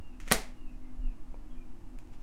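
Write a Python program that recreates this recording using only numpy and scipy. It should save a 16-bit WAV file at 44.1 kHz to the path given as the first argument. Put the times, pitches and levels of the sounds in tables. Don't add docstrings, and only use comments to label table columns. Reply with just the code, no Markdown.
import sys
import numpy as np
from scipy import signal
from scipy.fft import rfft, irfft
from scipy.io import wavfile

SR = 44100
rng = np.random.default_rng(int(sys.argv[2]) if len(sys.argv) > 2 else 0)


def inscribe(sig):
    pcm = np.round(np.clip(np.atleast_2d(sig).T, -1, 1) * 32767)
    wavfile.write(sys.argv[1], SR, pcm.astype(np.int16))


N = 98166
T = np.arange(N) / SR


def from_db(db):
    return 10 ** (np.asarray(db) / 20)


def rms_one(x):
    return x / np.sqrt(np.mean(x ** 2) + 1e-20)


def at_hz(points, hz, axis=1):
    p = np.array(points)
    return np.interp(np.log(np.maximum(hz, 1)), np.log(p[:, 0]), p[:, axis])


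def cut(x, hz, kind="low", order=2):
    sos = signal.butter(order, min(hz, .45 * SR), kind, fs=SR, output="sos")
    return signal.sosfilt(sos, x + 1e-18)


def noise(colour):
    hz = np.arange(N // 2 + 1) * SR / N
    white = rfft(rng.standard_normal(N))
    return rms_one(irfft(white * from_db(at_hz(colour, hz)), N))


def drift(corner_hz):
    hz = np.arange(N // 2 + 1) * SR / N
    white = rfft(rng.standard_normal(N))
    return rms_one(irfft(white / (1 + (hz / corner_hz) ** 2), N))


def dying(s, t60):
    return (T >= s) * np.exp(-np.log(1000) * np.clip((T - s) / t60, 0, 10))


def burst(source, s, t60):
    return rms_one(source * dying(s, t60)) / np.sqrt(N)


def contact(s, db, corner_hz):
    impulse = from_db(db) * (np.arange(N) == int(s * SR))
    softened = cut(impulse, corner_hz, order=1)
    return cut(softened, 2 * corner_hz, order=1)


def ring(force, modes):
    out = np.zeros(N)
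    for hz, db, t60 in modes:
        r = np.exp(-np.log(1000) / (t60 * SR))
        w = 2 * np.pi * hz / SR
        mode = signal.lfilter([0, np.sin(w)], [1, -2 * r * np.cos(w), r * r], force + 1e-18)
        out += from_db(db) * mode
    return out


# t/s, force level/dB, contact corner f/Hz,
# table drive level/dB, card drive level/dB, crackle level/dB (the last three relative to the force)
SLAPS = [(0.3150, 9.5, 2399, 13.5, -6.5, -15), (0.3187, 8, 800, 9.5, 1, -11),
         (0.3202, 0, 1600, -3.5, 11.5, -13), (0.3220, -6, 13980, 8.5, 13.5, 8),
         (0.3223, 2, 5020, 5, -1.5, -4.5)]
# f/Hz, level/dB, t60/s
CARD = [(1177, -44, 0.0088), (1965, -29, .016), (2450, -26.5, 0.0092), (3275, -28, .007),
        (4336, -28.5, .007), (5700, -23.5, .006), (9500, -15.5, .003)]
# f/Hz, level/dB, t60/s
TABLE = [(101, -64.5, .3), (176, -52, 0.03), (213.4, -46.5, 0.086), (431.6, -58.5, 0.25),
         (495, -51.5, 0.088), (672, -54, 0.21), (756, -58, 0.28), (876, -62, .17), (1160, -64, .14),
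         (1940, -66.5, .24), (2080, -57, .27), (2268, -67, 0.2)]
CRACKLE_T60_S, CRACKLE_LOW_HZ = .02, 907.6


def slap():
    direct, on_table, on_card = 0, 0, 0
    for s, db, corner_hz, table_db, card_db, crackle_db in SLAPS:
        push = contact(s, db, corner_hz)
        grit = cut(rng.standard_normal(N), CRACKLE_LOW_HZ, "high")
        crackle = cut(burst(grit, s, CRACKLE_T60_S), 2 * corner_hz, order=1)
        direct = direct + push + from_db(db + crackle_db) * crackle
        on_table = on_table + from_db(table_db) * push
        on_card = on_card + from_db(card_db) * push
    return cut(direct + ring(on_table, TABLE) + ring(on_card, CARD), hz=70.97, kind="high")


# start t/s, peak t/s, end t/s, level/dB
SLIDES = [(0.186, 0.215, 0.29, -60.5), (0.237, 0.28, 0.325, -53.5), (0.295, 0.311, 0.35, -38.5),
          (2.093, 2.138, 2.19, -66), (2.17, 2.208, 3.4, -68)]
# f/Hz, relative level/dB
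SLIDE_COLOUR = [(200, -7), (900, -2), (1700, 3.5), (2900, 0.5), (4200, -6.5), (7000, -6.5), (10000, -16.5),
                (16000, -22)]
SLIDE_GRAIN_DB, SLIDE_GRAIN_HZ = 1.5, 250


def slides():
    level = 0
    for start, peak, end, db in SLIDES:
        speed = np.interp(T, [start, peak, end], [0, 1, 0])
        level = level + from_db(db) * speed ** 2
    grain = from_db(SLIDE_GRAIN_DB * drift(SLIDE_GRAIN_HZ))
    return level * rms_one(noise(SLIDE_COLOUR) * grain)


# t/s, level/dB, low-pass corner f/Hz
TICKS = [(0.2014, -23, 3526), (0.2065, -33.5, 9000), (0.2352, -24.5, 800), (0.2782, -12, 1100),
         (0.2844, -18.5, 3950), (0.3091, -13.5, 2202), (1.9874, -31.5, 8840), (2.074, -44, 4000)]
# f/Hz, relative level/dB
TICK_COLOUR = [(300, -12), (1300, -7), (2300, 4.5), (3200, -5.5), (4400, -15), (6500, -2.5), (9000, -6),
               (11000, -10), (16000, -15.5)]
TICK_T60_S = .014


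def ticks():
    grain = noise(TICK_COLOUR)
    out = 0
    for s, db, hz in TICKS:
        out = out + from_db(db) * cut(burst(grain, s, TICK_T60_S), hz, order=1)
    return out


# f/Hz, level/dB, t60/s
KNOCK_MODES = [(530, -32.5, 0.063), (683, -23, 0.011), (930, -26, 0.015), (2340, -29.5, 0.013)]


def knock():
    return ring(contact(s=1.3430, db=-18.5, corner_hz=1353), KNOCK_MODES)


# delay t/s, level/dB (about 3 m of extra path)
ECHOES = [(.0089, -13), (0.0096, -16)]
ECHO_LOW_HZ, ECHO_CUT_HZ = 1200, 7800


def echoes(x):
    reflected = sum(from_db(db) * np.interp(T - delay, T, x, left=0) for delay, db in ECHOES)
    return cut(cut(reflected, ECHO_CUT_HZ), ECHO_LOW_HZ, "high", order=1)


# f/Hz, reverberation level/dB, t60/s
ROOM = [(100, -8.5, .3), (248.7, -8, .29), (590, -7, 0.39), (1100, -7.5, 0.36), (2100, -7.5, .39),
        (3360, -6.5, 0.35), (5770, -.5, 0.31), (9600, -9, .27), (14870, -11.5, .22)]
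ROOM_DELAY_S, ROOM_BUILD_S = 0.0022, 0.0034
EARLY_DB, EARLY_T60_S = 3, 0.0868


def room(x):
    out = 0
    edges = np.geomspace(70, 18000, 25)
    white = rng.standard_normal((2, N))
    build = 1 - np.exp(-np.maximum(T - ROOM_DELAY_S, 0) / ROOM_BUILD_S)
    early = from_db(EARLY_DB) * dying(0, EARLY_T60_S)
    for k, (low, high) in enumerate(zip(edges, edges[1:])):
        hz = np.sqrt(low * high)
        band = signal.butter(2, [low, high], "band", fs=SR, output="sos")
        late = dying(0, at_hz(ROOM, hz, axis=2))
        decay = (build * (early + late)) ** 2
        power = signal.sosfilt(band, x + 1e-18) ** 2
        stored = signal.fftconvolve(power, decay / decay.sum())[:N]
        carrier = rms_one(signal.sosfilt(band, white[k % 2]))
        out = out + from_db(at_hz(ROOM, hz)) * np.sqrt(np.maximum(stored, 0)) * carrier
    return out


# t/s, length t/s, start f/Hz, end f/Hz, starting level/dB
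WHISTLES = [(0.0, 0.15, 2855, 2480, -65), (0.556, 0.19, 2838, 2370, -64), (0.79, 0.072, 2157, 2060, -64.5),
            (1.01, .11, 2870, 2310, -63.5), (1.501, 0.064, 3335, 2865, -70),
            (1.554, 0.085, 2450, 2390, -66)]
BIRD_WAVER_HZ, BIRD_ECHO_T60_S = 33.4, .3
WHISTLE_DROOP = 1.6
WHISTLE_FADE_DB = 6


def bird():
    out = 0
    waver = BIRD_WAVER_HZ * drift(40)
    for s, length, start_hz, end_hz, db in WHISTLES:
        u = np.clip((T - s) / length, 0, 1)
        hz = start_hz + (end_hz - start_hz) * u ** WHISTLE_DROOP + waver
        level = from_db(db - WHISTLE_FADE_DB * u) * np.sqrt(abs(np.sin(np.pi * u)))
        out = out + level * np.sin(2 * np.pi * np.cumsum(hz) / SR)
    outdoors = burst(rng.standard_normal(N), 0, BIRD_ECHO_T60_S)
    return .5 * out + signal.fftconvolve(out, outdoors)[:N]


# t/s, level/dB, f/Hz, length t/s
THUDS = [(0.276, -33, 34.3, 0.18), (0.977, -31.5, 38, 0.059), (0.996, -24.5, 24.62, 0.15)]


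def thuds():
    out = 0
    for s, db, hz, length in THUDS:
        hump = np.sin(np.pi * np.clip((T - s) / length, 0, 1)) ** 2
        out = out + from_db(db) * hump * np.sin(2 * np.pi * hz * (T - s))
    return out


# f/Hz, relative level/dB
AIR = [(15, 8), (30, -0.5), (48, -17.5), (70, -22), (130, -30.5), (210, -28.5), (320, -33.5), (420, -43),
       (800, -40), (1500, -49), (2300, -53), (2850, -52), (3200, -59), (8000, -61), (16000, -70.5)]
# f/Hz, level/dB
HUM = [(98, -66), (251, -58.5), (304, -65), (345, -69.5)]
AIR_LOW_DB, AIR_DB, AIR_SPLIT_HZ = -38.5, -58.5, 85
HUM_WANDER_HZ = 4.4


def background():
    air = noise(AIR)
    rumble = rms_one(cut(air, AIR_SPLIT_HZ, order=4))
    hiss = rms_one(cut(air, AIR_SPLIT_HZ, "high", order=4))
    hum = 0
    for hz, db in HUM:
        phase = 2 * np.pi * hz * T
        tone = drift(HUM_WANDER_HZ) * np.sin(phase) + drift(HUM_WANDER_HZ) * np.cos(phase)
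        hum = hum + from_db(db) * rms_one(tone)
    return from_db(AIR_LOW_DB) * rumble + from_db(AIR_DB) * hiss + hum


def scene():
    close = slap() + slides() + ticks() + knock()
    return (close + echoes(close) + room(close) + bird() + thuds() + background())[None]


def record(dry):
    low_pass = signal.firwin(201, 16000, window="blackman", fs=SR)
    return signal.fftconvolve(dry, low_pass[None], "same")


dry = scene()
out = record(dry)
inscribe(out)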